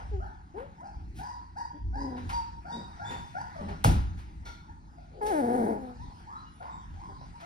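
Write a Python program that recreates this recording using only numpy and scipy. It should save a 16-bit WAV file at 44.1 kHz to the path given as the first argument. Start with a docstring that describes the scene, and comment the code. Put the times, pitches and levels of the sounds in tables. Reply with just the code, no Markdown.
"""A bare room with thick bedding, where young puppies lie, heard by a hand-held phone.
Far puppies whimper in shaky squeaks that the room draws out; near ones grunt and groan through closed
mouths: both are stacks of sine partials, and the grunts add breath noise. Noses whistle with wavering
sines; knocks, ticks and sniffs are short noise bursts, struck things ring in fading sines,
and shaken floor modes bump the phone under patchy noise for the air and stirring bodies."""
import sys
import numpy as np
from scipy import signal
from scipy.fft import rfft, irfft, next_fast_len
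from scipy.io import wavfile
from scipy.ndimage import uniform_filter1d

SR = 44100
rng = np.random.default_rng(int(sys.argv[2]) if len(sys.argv) > 2 else 0)


def wav_out(sig):
    """Save sig, one row per channel (or a flat mono array), as 16-bit PCM at SR to the path in sys.argv[1]."""
    wavfile.write(sys.argv[1], SR, np.round(np.clip(np.atleast_2d(sig).T, -1, 1) * 32767).astype(np.int16))


N = 328545  # length of the scene [samples]

# How fast the room's echo dies in each band: (frequency [Hz], time to fall 60 dB [s])
ROOM_DECAY = [(100, 0.85), (500, 0.22), (1000, 0.56), (2500, 0.56), (5000, 0.47), (10000, 0.32)]
# Knocks, ticks and sniffs: (start [s], level [dB], rise [s], time to fall 60 dB [s],
# treble tilt [dB], positive is brighter)
NOISE_BURSTS = [(0, -43.5, 0.0006, 0.17, -5), (.555, -50, 0.021, 0.77, -5.5),
                (1.143, -54.5, 0.037, 0.27, 5.5), (2.162, -47.5, 0.011, 0.34, -1.5),
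                (2.292, -38, 0.00032, 0.22, 1), (3.075, -48, 0.028, 1, 0.5),
                (3.61, -48.5, 0.00033, 0.083, -2), (3.682, -44, 0.0029, 0.24, -1.5),
                (3.841, -25.5, 0.00083, 0.07, 6.5), (3.853, -22, 0.0043, 0.03, -24),
                (4.166, -56, 0.015, 0.41, 2), (4.455, -50, 0.004, 0.25, 1.0),
                (5.099, -42, 0.19, 0.074, -40.5), (5.255, -49.5, 0.0054, 0.73, 6.5),
                (6.606, -42, 0.0075, 0.1, -12), (6.625, -42, 0.0031, 0.061, -4.5),
                (6.94, -49, 0.0016, 0.015, -3), (7.213, -42, 0.0017, 0.015, -6.5),
                (7.4, -51.5, 0.004, 0.44, 0.5)]


def amp(db):
    """Turn decibels into a plain factor."""
    return 10 ** (np.asarray(db) / 20)


def evened(x):
    """Scale a signal to an rms of 1."""
    return x / np.sqrt(np.mean(x ** 2) + 1e-20)


def read(points, hz):
    """Read a curve of (frequency, value) points, joined by straight lines over log frequency."""
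    f, value = np.transpose(points)
    return np.interp(np.log(hz + 1), np.log(f + 1), value)


def add(mix, s, sound):
    """Lay a sound into the mix at s seconds, cut off at the end of the mix."""
    part = mix[round(s * SR):][:len(sound)]
    part += sound[:len(part)]


def columns(rows):
    """Give the start time, then every other column of a table at each sample."""
    s, *rest = np.transpose(rows)
    t = np.arange(s[0], s[-1], 1 / SR)
    return [s[0]] + [np.interp(t, s, c) for c in rest]


def wander(count, width_s):
    """Make a slow random drift of rms 1 by smoothing noise twice."""
    size = max(int(width_s * SR), 2)
    smooth = uniform_filter1d(rng.standard_normal(count), size)
    return evened(uniform_filter1d(smooth, size))


def coloured(count, points):
    """Make noise of rms 1 with the given spectrum."""
    hz = np.fft.rfftfreq(count, 1 / SR)
    spectrum = rfft(rng.standard_normal(count)) * amp(read(points, hz))
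    return evened(irfft(spectrum, count))


def pair(a, b):
    """Mix two unrelated spectra (bins x frames) into partly alike ones for the two microphone ports."""
    # How alike the ports hear spread-out sound: (frequency [Hz], likeness [0-1])
    likeness = [(250, 0.53), (1100, 1), (2400, 0.032), (4500, 0.55), (10000, 1)]
    same = np.clip(read(likeness, np.linspace(0, SR / 2, len(a))), 0, 1)[:, None]
    return np.array([a, same * a + np.sqrt(1 - same ** 2) * b])


def bumps():
    """Shake floor modes at random, with duller shuffling above them; thuds climb and then die away."""
    # Thuds through floor and hand: (peak time [s], rise [s], time to fall 60 dB [s],
    # floor level [dB], shuffling level [dB])
    thuds = [(.14, 0.17, 0.7, -30.5, -68), (.97, 0.011, 0.74, -34, -61.5), (1.221, 0.48, 0.11, -44, -49),
             (1.869, 0.083, 0.88, -29.5, -48), (2.24, 0.073, 1.64, -36.5, -50.5),
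             (2.78, 0.24, 0.72, -64, -47), (3.63, 0.091, 2.9, -41, -45), (3.8, 0.26, 0.23, -40, -64),
             (3.875, 0.011, 0.42, -23, -23), (3.959, 0.095, 0.57, -21, -53.5), (4.3, 0.38, 2.3, -41, -56.5),
             (6.08, 0.1, 0.16, -41.5, -56), (6.95, 0.25, 0.54, -41, -76), (7.1, 0.17, 0.32, -68, -51)]
    # Ways the floor likes to shake: (frequency [Hz], width [Hz], level [dB])
    floor_modes = [(55.1, 18.7, 2), (84.3, 11.2, -3), (108.4, 13, -15)]
    rest_db, rest_shuffle_db = -53, -59  # steady levels that the thuds add to
    thud_rise_db = 18.5  # climb during each rise time
    t, hz = np.arange(0, N, 64) / SR, np.fft.rfftfreq(N, 1 / SR)
    s, rise, t60, bump_db, shuffle_db = np.transpose(thuds)[:, :, None]
    shape_db = np.where(t < s, thud_rise_db * (t - s) / rise, -60 * (t - s) / t60)

    def strength(steady_db, peak_db):
        """Add the powers of the steady level and all thuds, at every sample."""
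        power = amp(steady_db) ** 2 + (amp(peak_db + shape_db) ** 2).sum(0)
        return np.interp(np.arange(N) / SR, t, np.sqrt(power))

    modes = sum(amp(db) / (1 + (2 * (hz - f) / width) ** 2) for f, width, db in floor_modes)
    shake = signal.hilbert(irfft(rfft(rng.standard_normal(N)) * modes, N))
    shake = evened((shake / abs(shake) ** 0.046).real)  # dips slightly shallower than in free noise
    shuffle = coloured(N, [(110, -24), (150, 7.0), (220, -2.0), (330, -5.5), (600, -46.0), (1200, -59)])
    return strength(rest_db, bump_db) * shake + strength(rest_shuffle_db, shuffle_db) * shuffle


def air():
    """Make room air and soft rustle from noise that is patchy in time and pitch."""
    # Spectrum before stirring and patches: (frequency [Hz], level [dB per Hz])
    air_colour = [(30, -100.5), (60, -81), (200, -90.5), (350, -106), (520, -114), (850, -93.5),
                  (1300, -100), (3000, -115), (5000, -114), (8000, -123), (12000, -135), (16000, -146)]
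    # How much the stirring bodies raise it: (time [s], rise [dB])
    stirring = [(0, 13.5), (.45, 4), (1.1, 5.5), (1.3, 7.5), (1.9, 0.5), (2.3, 17.5), (2.62, 8.5),
                (3.15, 17.5), (3.45, 13), (3.7, 15.5), (4.4, 7.5), (4.901, 5), (6.2, 12), (6.55, 7.5),
                (6.7, 8.5), (7.45, 12.5)]
    frames, hz = N // 256 + 5, np.fft.rfftfreq(1024, 1 / SR)
    a, b, c, d, patches = rng.standard_normal((frames, 513, 5)).T
    patches = evened(uniform_filter1d(uniform_filter1d(patches, 14, 0), 14, 1))
    db_per_bin = 10 * np.log10(SR / 1024)
    stir_db = np.interp(np.arange(frames) * 256 / SR, *np.transpose(stirring))
    level_db = read(air_colour, hz)[:, None] + db_per_bin + 3.32 * patches + stir_db
    z = pair(a + 1j * b, c + 1j * d) * amp(level_db)
    return signal.istft(z, nperseg=1024, noverlap=768)[1][:, :N]


def tilted(tilt_db):
    """Give a burst's spectrum as (frequency [Hz], level [dB]), with a strong hump at 800 Hz."""
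    return [(100, 7), (400, -tilt_db), (800, 37.5), (12800, 4 * tilt_db), (16000, 4 * tilt_db - 11.0)]


def burst(level_db, rise, t60, tilt_db):
    """Make a knock, tick or sniff from tilted noise that rises and dies."""
    t = np.arange(16000) / SR
    noise = coloured(len(t), tilted(tilt_db))
    fall = amp(level_db - 60 * np.maximum(t - rise, 0) / t60)
    return fall * np.minimum(t / rise, 1) * noise


def burst_tails():
    """Add the spread-out echo after each burst: its spectrum dies band by band as the room does."""
    hz, t = np.fft.rfftfreq(256, 1 / SR), np.arange(N // 64 + 5) * 64 / SR
    power = np.zeros((len(hz), len(t)))
    for s, level_db, rise, t60, tilt_db in NOISE_BURSTS:
        colour = amp(read(tilted(tilt_db), hz)) ** 2
        colour = (colour / colour.sum())[:, None]
        since = np.maximum(t - s - rise - .006, 0)
        energy = amp(level_db) ** 2 * (rise + t60 / 5)
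        decay = amp(-120 * since / read(ROOM_DECAY, hz)[:, None])  # 120, as this is power
        power += energy * colour * decay * (since > 0)
    a, b, c, d = rng.standard_normal((len(t), len(hz), 4)).T
    z = pair(a + 1j * b, c + 1j * d) * np.sqrt(power)
    return amp(13.5) * signal.istft(z, nperseg=256, noverlap=192)[1][:, :N]


def grunt(breath_db, first_db, rows):
    """Voice a closed mouth: rough folds shake pitch and strength and leak noise; breath puffs each cycle."""
    # Throat and closed mouth as a filter: (frequency [Hz], level [dB])
    throat = [(120, -18.5), (230, 2.5), (480, -7), (820, -2.5), (1050, -24), (1250, -19), (1600, -18),
              (2200, -29.5), (2700, -43), (3200, -49)]
    # Colour of the breath noise: (frequency [Hz], level [dB])
    breath_colour = [(1000, -19), (2000, -36), (3000, 9.5), (7300, 7), (8500, 13), (11800, 10.5),
                     (12800, -43), (16000, -38)]
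    s, hz, effort_db, rough = columns(rows)
    count, k, rough = len(hz), np.arange(1, 14)[:, None], np.clip(rough, 0, 1)
    below_peak_db = effort_db - effort_db.max()
    turns = np.cumsum(hz * (1 + .05 * rough * wander(count, .005))) / SR

    # treble partials need full effort and smooth folds
    treble_db = (k * hz > 1300) * (.3 * below_peak_db - 12 * rough)
    partial_db = read(throat, k * hz) + first_db * (k == 1) + treble_db
    partials = amp(partial_db) * np.sin(2 * np.pi * k * turns - 1.414 * k * np.log(k))
    first, upper = partials[0], partials[1:].sum(0)

    # alternating strong and weak pulses add lines halfway between the partials
    shimmer = rough * (.6 * wander(count, .004) + 1.1 * np.cos(np.pi * turns))
    voice = first + upper + shimmer * (upper + .35 * first)  # the first partial stays steadiest
    voice += .5 * rough * first
    leak = .42 * rough ** 2 * coloured(count, throat)
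    puffs = 0.27 + 0.87 * np.exp(-(turns % 1) / 0.18)
    fade_in = np.minimum(np.arange(count) / 600, 1)
    breath = amp(breath_db + 0.85 * below_peak_db) * fade_in * puffs * coloured(count, breath_colour)
    edge = np.minimum(1, np.minimum(np.arange(count), np.arange(count)[::-1]) / 80)
    return s, amp(effort_db) * ((1 - .5 * rough) * voice + leak + breath) * edge


def short_grunt(s, length, first_hz, last_hz, effort_db, rough, breath_db, first_db):
    """Give one push: it swells, fades, and slides most of the way to its last pitch by the middle."""
    share = np.array([0, .3, .7, 1])  # of the length; loudest at the second point
    hz = last_hz + (first_hz - last_hz) * (1 - share) ** 1.8
    shape_db = np.array([-9.5, 0, -3.0, -16.5])
    rows = np.transpose([s + length * share, hz, effort_db + shape_db, rough + 0 * share])
    return grunt(breath_db, first_db, rows)


def whimper(s, length, glide, first_hz, top_hz, shake, effort_db, drift_db, second_db, mouth_db):
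    """Voice a shaky near-sine that glides, then sags; its treble opens towards its highest pitch."""
    # Third and higher partials, and leaking air: (frequency [Hz], level [dB])
    far_treble = [(1800, -5), (3300, -48.5), (5500, -26.5), (9000, -33.5), (13000, -53.5)]
    attack_s, release_s = 0.019, 0.025
    sag_hz_per_s = 475  # after the glide
    mouth_hz = 4830  # the mouth lifts partials near this resonance
    t = np.arange(0, length + release_s, 1 / SR)
    climb = np.sin(np.pi / 2 * np.minimum(t / glide, 1))
    hz = first_hz + (top_hz - first_hz) * climb ** 1.6 - sag_hz_per_s * np.maximum(t - glide, 0)
    hz = hz * (1 + shake * (.7 + .45 * climb) * wander(len(t), .004))  # shakes most after the glide
    effort_db = effort_db + drift_db * t / length

    turns, k = np.cumsum(hz) / SR, np.arange(3, 13)[:, None]
    lift = amp(mouth_db) / (1 + ((k * hz - mouth_hz) / 650) ** 2) ** 2
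    treble = ((amp(read(far_treble, k * hz)) + lift) * np.sin(2 * np.pi * k * turns)).sum(0)
    treble *= amp(1.2 * (effort_db - effort_db.max())) * (hz / hz.max()) ** 6
    second = amp(second_db - 36 * np.log2(hz / 800)) * np.sin(4 * np.pi * turns)  # weaker at high pitch
    voice = np.sin(2 * np.pi * turns) + second + treble
    voice += amp(-31.0) * coloured(len(hz), far_treble)  # air leaking past the folds
    shake_db = (1 + 80 * shake) * wander(len(hz), .004)  # hoarse folds shake in strength too
    edge = np.clip(np.minimum(t / attack_s, t[::-1] / release_s), 0, 1) ** 2
    return s, amp(effort_db + shake_db) * voice * edge


def whistle(s, length, hz, glide, tone_db, octave_db):
    """Blow air through a narrow nostril: a wavering sine and its octave, gliding up, swelling and fading."""
    count = int(length * SR)
    below = glide * np.linspace(1, 0, count) ** 2
    turns = np.cumsum(hz * (1 + .007 * wander(count, .003) - below)) / SR
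    tone = amp(tone_db) * np.sin(2 * np.pi * turns) + amp(octave_db) * np.sin(4 * np.pi * turns)
    return s, tone * amp(3 * wander(count, .004)) * signal.windows.tukey(count, .8)


def slam():
    """Ring a struck thing: its low modes build up a little later than the high ones."""
    # Ringing modes: (frequency [Hz], level [dB], time to fall 60 dB [s])
    slam_modes = [(60, -13.5, 0.33), (108.7, 5, 0.11), (215, -12.5, 0.14), (457, -22.5, 0.082),
                  (850, 5.5, 0.015), (1310, 3, 0.013)]
    start_s, level_db = 3.845, -8.5
    t, out = np.arange(SR) / SR, np.zeros(N)
    for hz, db, t60 in slam_modes:
        build_up = np.minimum(t * hz / 1.68, 1) ** 3
        add(out, start_s, amp(level_db + db - 60 * t / t60) * build_up * np.sin(2 * np.pi * hz * t))
    return out


def knock():
    """Nudge something hollow that scrapes briefly: a short noisy rub drives its modes."""
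    # Ringing modes: (frequency [Hz], peak level [dB], time to fall 60 dB [s])
    hollow_modes = [(940, 0, .06), (1400, 2, .08), (2150, -5, .008), (3550, -6, .005), (4250, -7, .006),
                    (5400, -8, .003)]
    start_s, level_db, rub_s = 4.449, -44, .05
    t, out = np.arange(4000) / SR, np.zeros(N)
    count = int(rub_s * SR)
    rub = rng.standard_normal(count) * signal.windows.tukey(count, .3)
    for hz, db, t60 in hollow_modes:
        ring = signal.fftconvolve(rub, amp(-60 * t / t60) * np.sin(2 * np.pi * hz * t))
        add(out, start_s, amp(level_db + db) * ring / abs(ring).max())
    return out


def room(x):
    """Echo a sound with dense random reflections, each band dying at its own speed."""
    hz, t, z = signal.stft(rng.standard_normal((2, SR)), SR, nperseg=256)
    decay = amp(-60 * t / read(ROOM_DECAY, hz)[:, None])
    tail = signal.istft(pair(*z) * decay, SR, nperseg=256)[1]
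    spectrum = rfft(tail)
    power = abs(spectrum) ** 2
    level = np.sqrt(uniform_filter1d(power, size=25) / uniform_filter1d(power, size=401))
    tail = irfft(spectrum / level, tail.shape[1])  # no pitch is much favoured
    count = tail.shape[1]
    tail = tail * np.clip(np.linspace(3, 0, count), 0, 1) ** 2  # the last third fades to nothing
    tail = tail * np.clip((np.arange(count) / SR - .004) / .015, 0, 1)  # echoes gather
    return signal.fftconvolve(x[None], tail / np.linalg.norm(tail[0]), axes=1)[:, :N]


def scene():
    """Mix the sources: far voices mix direct sound with echo in varying shares, near ones are mostly direct."""
    # Short near grunts: (start [s], length [s], first pitch [Hz], last pitch [Hz], effort [dB],
    # roughness [0-1, more counts as 1], breath against effort [dB], first partial boost [dB])
    grunts = [(0.113, 0.089, 440.5, 363.5, -41.5, 0.04, -53, 8),
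              (0.541, 0.13, 328, 579, -33.5, 0.48, -34.5, 1.5),
              (1.732, 0.055, 298, 293.6, -48.5, 0.6, -59, 6), (1.955, 0.31, 280.1, 245.5, -38, 0.8, -43, 5),
              (2.718, 0.13, 239.5, 221.8, -42, 1.05, -31, 1), (3.084, 0.11, 251, 260, -41.5, 0.95, -35, -7),
              (3.603, 0.057, 215, 200.4, -40, 0.87, -36, 7),
              (3.669, 0.084, 200.6, 197.6, -39.5, 0.82, -50, 1.5),
              (7.083, 0.056, 420, 376, -42.5, 0.56, -54, -5.5),
              (5.759, 0.21, 278.2, 238.2, -39, 0.48, -27.5, -1.5)]
    # Far whimpers: (start [s], length before release [s], glide [s], first pitch [Hz],
    # glide's end pitch [Hz], basic pitch shake [share], effort [dB], drift over the length [dB],
    # second partial at 800 Hz [dB], mouth lift [dB], echo send against the cry [dB])
    whimpers = [ (0.195, 0.083, 0.068, 624, 873, 0.032, -34.5, -15, -11, -56, 0.4),
                (0.772, 0.043, 0.038, 704, 983, 0.035, -47.5, 2, -15, -40, -10),
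                (0.801, 0.069, 0.092, 621, 863, 0.037, -42.5, 4, -17.5, -19.5, -1.7),
                (1.179, 0.13, 0.076, 687, 979, 0.0253, -38, -1, -13.5, -18.5, 0.5),
                (1.552, 0.069, 0.039, 637, 953, 0.0143, -33.5, -3.5, -12, -18.5, 0.8),
                (1.925, 0.11, 0.084, 730, 984, 0.022, -34.5, -1, -11, -14.5, -2.3),
                (2.315, 0.105, 0.03, 915, 952, 0.003, -24.5, -6, -26, -16, -8),
                (2.637, 0.11, 0.08, 652, 956, 0.018, -40.5, -0.5, -12, -16.5, 2.8),
                (2.982, 0.13, 0.09, 656, 965, 0.013, -38.5, 0.5, -7.5, -26.5, 0.4),
                (3.335, 0.08, 0.087, 671, 938, 0.028, -33.5, 1, -10.5, -21, -5.5),
                (3.542, 0.08, 0.092, 695, 554.6, 0.025, -34.5, -7.5, -20, -53, -3.5),
                (3.696, 0.063, 0.034, 648, 754, 0.045, -38.5, -12.5, -12, -48, -6),
                (4.672, 0.051, 0.052, 839, 946, 0.037, -47.5, -3, -11, -37, -6.5),
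                (4.967, 0.091, 0.049, 691, 731, 0.032, -44, -13, -20, -44, -1.5),
                (5.983, 0.056, 0.055, 850, 993, 0.014, -44.5, 2, -10, -31, -5),
                (6.256, 0.082, 0.087, 762, 1310, 0.019, -46.5, 4.5, -13.5, -49, 3.7),
                (6.593, 0.14, 0.11, 661, 964, 0.039, -42, -4.5, -16, -44, -0.7),
                (6.637, 0.041, 0.042, 884, 1099, 0.045, -39.5, -7, -7.5, -19, 2.7),
                (6.955, 0.14, .1, 744, 1012, 0.045, -45, 2, -19, -27, -3.2),
                (7.326, 0.061, 0.033, 818, 953, 0.015, -43.5, -5.5, -28, -37, -11),
                (7.409, 0.06, 0.033, 672, 680, 0.023, -45, 1.5, -12, -33, 1)]
    # Thin nose whistles: (start [s], length [s], end pitch [Hz], upward glide [share of pitch],
    # tone before mixing [dB], octave before mixing [dB])
    whistles = [(2.714, 0.067, 3803, 0.048, -46.5, -59), (3.034, 0.12, 3590, .04, -49, -55),
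                (6.339, 0.11, 4080, 0.076, -64.5, -105), (6.441, 0.057, 2900, 0.0069, -67, -110),
                (6.465, 0.2, 10580, .03, -76, -120), (6.694, 0.098, 3676, 0.0054, -66.5, -65),
                (7.166, 0.077, 3980, .04, -73, -105)]
    # The long near groan: (time [s], pitch [Hz], effort [dB], roughness [0-1])
    groan = [(5.212, 440, -25, 0.3), (5.23, 414, -23, 0.2), (5.3, 436, -22.5, 0.2), (5.34, 320, -21, 0.15),
             (5.4, 285, -22, 0.2), (5.422, 247, -24, 0.4), (5.49, 233, -24, 0.7), (5.55, 254, -22, 0.55),
             (5.62, 232, -24, 0.85), (5.66, 218, -24, .9), (5.73, 218, -27, 0.9), (5.79, 192, -38, .8)]
    far, far_wet, nose, near, hits = np.zeros((5, N))
    for s, level_db, rise, t60, tilt_db in NOISE_BURSTS:
        add(hits, s, burst(level_db, rise, t60, tilt_db))
    for call in grunts:
        add(near, *short_grunt(*call))
    for *call, echo_db in whimpers:
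        s, cry = whimper(*call)
        add(far, s, cry)
        add(far_wet, s, amp(echo_db) * cry)
    for row in whistles:
        add(nose, *whistle(*row))
    blows = slam()
    nudge = knock()
    add(near, *grunt(breath_db=-26.5, first_db=-5, rows=groan))
    to_room = far_wet + amp(-1) * nose + amp(-10.5) * near + amp(-10.0) * blows + nudge
    echo = room(to_room) + burst_tails()
    direct = amp(-2.5) * far + amp(1.0) * nose + near + hits + blows + nudge
    return direct + echo + bumps() + air()


def record(dry):
    """Hear the scene through two ports that differ in phase and level, then cut the highest treble."""
    # Level difference of the ports: (frequency [Hz], left minus right [dB])
    port_balance = [(230, 0), (460, 12), (640, 3.5), (820, 2), (920, -.3), (1220, -.5), (1420, 4.5),
                    (1600, .5), (2400, 2.5), (4400, -1), (8000, 0)]
    # Phase difference of the ports: (frequency [Hz], lead of the left [radians])
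    port_phase = [(0, .8), (170, 0), (420, .8), (600, -2.3), (800, -1.87), (950, -2.33), (1290, -3.18),
                  (1500, -4.0), (2100, -4.5), (5100, -5.9), (9730, -.2), (11800, 1), (12400, 3.0),
                  (14500, 3.3), (15300, 5.9)]
    edge_hz = 15900
    size = next_fast_len(N + 4096)
    hz = np.fft.rfftfreq(size, 1 / SR)
    # each port takes half of the difference, in opposite directions
    half = amp(read(port_balance, hz) / 2) * np.exp(.5j * np.interp(hz, *np.transpose(port_phase)))
    ports = irfft(rfft(dry, size) * np.array([half, 1 / half]), size)[:, :N]
    low_pass = signal.firwin(511, edge_hz, window=("kaiser", 9), fs=SR)
    return signal.oaconvolve(ports, low_pass[None], "same")


dry = scene()
out = record(dry)
wav_out(out)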